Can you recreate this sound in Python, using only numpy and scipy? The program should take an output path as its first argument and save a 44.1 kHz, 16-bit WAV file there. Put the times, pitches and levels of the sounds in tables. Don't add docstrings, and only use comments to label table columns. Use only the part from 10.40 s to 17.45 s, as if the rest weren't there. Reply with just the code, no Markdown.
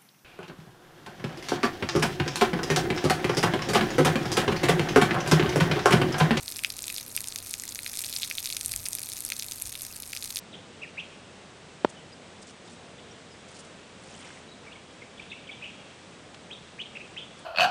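import sys
import numpy as np
from scipy import signal
from scipy.fft import rfft, irfft, next_fast_len
from scipy.io import wavfile

SR = 44100
rng = np.random.default_rng(int(sys.argv[2]) if len(sys.argv) > 2 else 0)


def unload_audio(sound):
    columns = np.transpose(np.atleast_2d(sound))
    steps = np.round(np.clip(columns, -1, 1) * 32767)
    wavfile.write(sys.argv[1], SR, steps.astype(np.int16))


N = 310905
LEAF_HZ, SOIL_HZ = (4060, 9420), (756, 3580)


def undb(db):
    return 10 ** (np.asarray(db) / 20)


def unit(x):
    return x / np.sqrt(np.mean(x ** 2))


def add(out, start_s, x):
    i = max(int(round(start_s * SR)), 0)
    out[i:i + len(x)] += x[:max(len(out) - i, 0)]


def band(x, low_hz, high_hz, order=2):
    sos = signal.butter(order, [low_hz, min(high_hz, SR / 2 - 1)], "band", fs=SR, output="sos")
    return signal.sosfilt(sos, x)


def walk(n, rate_hz):
    steps = np.arange(n) * rate_hz / SR
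    knots, i = rng.standard_normal(int(steps[-1]) + 2), steps.astype(int)
    return knots[i] + (knots[i + 1] - knots[i]) * np.sin(np.pi / 2 * (steps - i)) ** 2


def air(level_db=-48.5, flicker_db=.5, flicker_hz=7, split_hz=900):
    # frequency in Hz, relative spectral density in dB.
    density = [(15, -44.5), (25, -14.5), (59, -10.5), (81, -10.5), (112, -4), (190, -0.5), (307, -5),
               (494, -4.5), (1020, -11.5), (1410, -12.5), (2850, -15), (3400, -15), (4480, -19.5),
               (8170, -24), (9990, -31.5), (13000, -67), (22000, -120)]
    hz, db = np.transpose(density)
    n = next_fast_len(N, True)
    bin_hz = np.maximum(np.arange(n // 2 + 1) * SR / n, 1)
    spectrum = rfft(rng.standard_normal(n)) * undb(np.interp(np.log(bin_hz), np.log(hz), db))
    rush = sum(irfft(spectrum * part, n)[:N] * undb(flicker_db * walk(N, flicker_hz))
               for part in (bin_hz < split_hz, bin_hz >= split_hz))
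    return unit(rush) * undb(level_db)


def camera_whine(drift_hz=3):
    # frequency in Hz, level in dB.
    tones = [(87, -65), (174, -73), (3822, -75.5), (7865, -76.5), (8123, -73.5)]
    return sum(undb(db) * unit(np.sin(2 * np.pi * np.cumsum(hz + drift_hz * walk(N, 12)) / SR))
               for hz, db in tones)


def syllable(length_s, pitches_hz, rough, waver=0.129, flutter_db=5, flutter_hz=600, taper=0.7):
    u = np.linspace(0, 1, int(length_s * SR))
    arch = np.polyfit(np.linspace(0, 1, len(pitches_hz)), pitches_hz, len(pitches_hz) - 1)
    shake = np.clip(walk(SR // 2, flutter_hz), -2, 2)
    sag = np.minimum(shake[:len(u)], .5)
    hz = np.polyval(arch, u) * (1 + waver * rough * sag)
    phase = 2 * np.pi * np.cumsum(hz) / SR
    pressure = signal.windows.tukey(len(u), taper) * undb(flutter_db * rough * shake[-len(u):])
    return unit(pressure * (np.sin(phase) + undb(-25.5) * np.sin(2 * phase)))


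def far_birds(count=40, level_db=-65, spread_db=1, centre_hz=2750, glide=0.11):
    out = np.zeros(N)
    for start_s, size in zip(rng.random(count) * N / SR, rng.standard_normal(count)):
        pitches_hz = centre_hz * np.exp(glide * rng.standard_normal(3))
        add(out, start_s, undb(level_db + spread_db * size) * syllable(.04, pitches_hz, rough=0.6))
    return out


def rising_chirp(length_s, top_hz, climb_share, burr_hz, burr_db, from_hz=1520, beak_hz=(2320, 3700)):
    climb = 1 - np.exp(-(np.linspace(0, 1, 8) / climb_share) ** 2)
    pitches_hz = from_hz + (top_hz - from_hz) * climb / climb[-1]
    whip = syllable(length_s, pitches_hz, rough=0.49, flutter_hz=450, taper=0.3)
    swell = undb(-16 * (1 - np.linspace(0, 1, len(whip))) ** 3)
    arch_hz = burr_hz * np.array([0.98, 1, 0.877])
    burr = syllable(0.69 * length_s, arch_hz, rough=0.847, flutter_db=4.5, flutter_hz=900, taper=0.44)
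    out = np.zeros(SR // 10)
    add(out, 0, unit(band(whip * swell, *beak_hz, order=1)))
    add(out, .88 * length_s, undb(burr_db) * burr)
    return out


def garden_echo(x, t60_s=1.12, build_s=0.01, bush_s=.04, smear_s=0.0035, blur_hz=190, direct_db=-1.55):
    # delay in seconds, relative level in dB.
    wall_echoes = [(.008, -7), (.015, -11.5), (.027, -20), (.042, -9), (.054, -15)]
    # time in seconds, wall send in dB, foliage send in dB.
    perches = [(.14, -5, -3), (.43, -5, -7), (.58, -6.5, -5), (1.5, -11, 0.5), (4.3, -13, 2), (5.1, -10, 1),
               (5.23, -0.5, 2), (6.1, -3, -3), (6.4, -2.5, -5.5), (6.8, 0.5, -3)]
    t = np.arange(SR) / SR
    tail = rng.standard_normal(SR) * undb(-60 * t / t60_s) * (1 - np.exp(-t / build_s))
    tail *= 1 + undb(0.5) * np.exp(-t / bush_s)
    foliage = undb(-4.5) * tail / np.linalg.norm(tail)
    walls = np.zeros(SR)
    for delay_s, db in wall_echoes:
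        echo = rng.standard_normal(SR) * np.exp(-t / smear_s)
        add(walls, delay_s, undb(db) * echo / np.linalg.norm(echo))
    blur_phase = 2 * np.pi * np.cumsum(blur_hz * walk(N, rate_hz=700)) / SR
    blurred = np.real(signal.hilbert(x, next_fast_len(N))[:N] * np.exp(1j * blur_phase))
    times_s, wall_db, foliage_db = np.transpose(perches)
    out = undb(direct_db) * x
    for sound, response, db in ((x, walls, wall_db), (blurred, foliage, foliage_db)):
        sent = sound * undb(np.interp(np.arange(N) / SR, times_s, db))
        out += signal.fftconvolve(sent, band(response, low_hz=2330, high_hz=4100, order=3))[:N]
    return out


def birds():
    # start in seconds, rise in seconds, top pitch in Hz, share of the rise spent climbing,
    # level in dB, burr pitch in Hz, relative burr level in dB.
    chirps = [ (0.136, 0.014, 3360, 0.42, -44.5, 3490, -0.5), (0.566, 0.031, 2660, 0.29, -35, 3150, -3.5),
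              (4.305, 0.023, 2950, 0.42, -50, 3310, -0.5), (4.908, 0.018, 2666, 0.42, -40, 2800, -8),
              (5.207, .035, 2520, .28, -42, 2850, 2), (6.095, 0.033, 3290, 0.4, -42.5, 3520, -1),
              (6.381, 0.031, 3055, 0.43, -37, 3300, 0), (6.546, 0.019, 2667, 0.36, -41, 2830, 1.5),
              (6.757, 0.029, 3170, .44, -37.5, 3340, -4), ]
    # start in seconds, length in seconds, middle pitch in Hz,
    # bend of the ends in octaves (negative arches), slide in octaves, level in dB.
    notes = [ (0.411, 0.041, 2773, -0.58, -.2, -41), (0.431, 0.0075, 2420, 0, -0.45, -36),
             (0.435, 0.027, 1950, .05, -.55, -50), (1.559, .043, 2990, 0, -0.12, -55),
             (1.72, 0.024, 4940, -0.093, -.03, -52.5), (2.708, 0.018, 5700, 0, 0, -53.5),
             (2.893, 0.058, 5080, .05, -0.059, -61), (4.084, 0.014, 3890, 0.06, 0, -53),
             (4.11, 0.026, 3890, 0.1, 0, -52.5), (4.264, 0.03, 2336, -0.25, -0.12, -49),
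             (4.352, 0.018, 2210, 0.087, -0.036, -50), (4.615, .02, 2080, 0.39, 0.037, -46.5),
             (4.794, 0.011, 2350, .25, 0.2, -39.5), (4.925, 0.014, 2174, 0.3, 0.17, -43),
             (5.087, .021, 2237, 0.38, 0.064, -39.5), ]
    # start in seconds, length in seconds, pitch in Hz, slide in octaves, level in dB.
    rasps = [(0.125, 0.02, 3700, -.2, -49), (2.08, .03, 3100, 0, -59), (2.27, .03, 3600, -0.012, -59),
             (2.574, 0.034, 3430, -0.0084, -55.5), (2.688, .04, 3130, 0.017, -58.5),
             (3.74, .02, 3100, 0.11, -56), (4.771, 0.021, 3400, -.15, -52), (4.815, 0.019, 3160, 0.21, -50),
             (4.892, 0.05, 3620, -0.047, -48), (5.068, 0.017, 3190, -0.22, -48),
             (5.108, 0.029, 3336, -0.0036, -45), (6.596, 0.031, 2610, 0.0051, -45)]
    out, along = far_birds(), np.array([-1, 0, 1])
    for start_s, length_s, hz, climb_share, db, burr_hz, burr_db in chirps:
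        add(out, start_s, undb(db) * rising_chirp(length_s, hz, climb_share, burr_hz, burr_db))
    for start_s, length_s, hz, bend_oct, slide_oct, db in notes:
        pitches_hz = hz * 2. ** (bend_oct * along ** 2 + slide_oct * along / 2)
        add(out, start_s, undb(db) * syllable(length_s, pitches_hz, rough=0.13))
    for start_s, length_s, hz, slide_oct, db in rasps:
        pitches_hz = hz * 2. ** (slide_oct * along / 2)
        rasp = syllable(length_s, pitches_hz, rough=.65, flutter_db=4, flutter_hz=900)
        add(out, start_s, undb(db) * rasp)
    return out


def scuffs(band_count=7, band_grains_per_s=450, spread_db=1.6):
    # start in seconds, length in seconds, level in dB.
    leaf_scuffs = [(1.486, 0.026, -57.5), (2.015, 0.023, -53.5), (2.056, 0.071, -57), (2.236, 0.14, -60),
                   (3.075, 0.073, -61), (3.14, 0.043, -55), (3.183, 0.036, -53), (3.233, 0.073, -64),
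                   (3.53, 0.54, -58), (6.97, 0.04, -61)]
    soil_scuffs = [(2.24, 0.075, -61), (3.56, 0.61, -58.5), (3.77, 0.21, -53), (4.22, 0.077, -59),
                   (5.485, 0.06, -57)]
    out = np.zeros(N)
    for rows, range_hz in ((leaf_scuffs, LEAF_HZ), (soil_scuffs, SOIL_HZ)):
        edges_hz = np.geomspace(*range_hz, band_count + 1)
        for start_s, length_s, db in rows:
            push = np.sqrt(np.hanning(int(length_s * SR)))
            crackle = 0
            for low_hz, high_hz in zip(edges_hz, edges_hz[1:]):
                hits = rng.random(SR) < band_grains_per_s / SR
                grains = hits * rng.standard_normal(SR) * undb(spread_db * rng.exponential(size=SR))
                crackle += band(grains[:len(push)], low_hz, high_hz)
            add(out, start_s, undb(db) * unit(push * crackle + 1e-12))
    return out


def leaf_snaps(decay_s=0.0067):
    # start in seconds, level in dB.
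    snaps = [(1.4994, -47), (2.0241, -50), (2.0705, -51), (3.0847, -51), (3.1445, -50), (3.1914, -46),
             (3.2483, -52), (5.944, -55)]
    out, t = np.zeros(N), np.arange(SR // 20) / SR
    for start_s, db in snaps:
        noise = unit(band(rng.standard_normal(len(t)), *LEAF_HZ))
        add(out, start_s, undb(db) * noise * np.exp(-t / decay_s))
    return out


def pebble(start_s=5.9445, level_db=-40.5, decay_s=0.0044):
    out, t = np.zeros(N), np.arange(SR // 20) / SR
    noise = unit(band(rng.standard_normal(len(t)), *SOIL_HZ))
    add(out, start_s, undb(level_db) * noise * np.exp(-t / decay_s))
    return out


def shell_knock(at_s=1.4485, contact_s=0.00061, lead_s=0.00161, crack_s=0.0016, crack_db=-26, jolt_db=-3):
    # frequency in Hz, level in dB, T60 in seconds.
    modes = [(177, -32, 0.045), (353, -31, 0.04), (587, -12, 0.019), (896, -5.5, 0.0089),
             (1370, -22, 0.017), (1770, -26, 0.009), (2470, -31, 0.018), (3200, -29, 0.013),
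             (4440, -41, 0.027), (5750, -35, 0.017), (7400, -29, .012)]
    out, t = np.zeros(N), np.arange(SR // 10) / SR
    rim_noise = unit(band(rng.standard_normal(len(t)), 1670, 2600, order=1))
    crack = undb(crack_db) * rim_noise * np.exp(-t / crack_s)
    u = (t - lead_s) / contact_s
    jolt = undb(jolt_db) * (u ** 2 - 1) * np.exp(-u ** 2 / 2)
    ring = sum(undb(db) * np.sin(2 * np.pi * hz * t) * undb(-60 * t / t60_s) for hz, db, t60_s in modes)
    blow = crack + jolt
    add(blow, lead_s, ring)
    add(out, at_s - lead_s, band(blow, low_hz=95, high_hz=5300, order=3))
    return out


def scene():
    background = air() + camera_whine() + garden_echo(birds())
    return (background + shell_knock() + scuffs() + leaf_snaps() + pebble())[None]


def record(dry, low_hz=45, top_hz=10050):
    thin = signal.sosfilt(signal.butter(1, low_hz, "high", fs=SR, output="sos"), dry)
    return signal.sosfilt(signal.ellip(12, .1, 70, top_hz, fs=SR, output="sos"), thin)


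dry = scene()
out = record(dry)
unload_audio(out)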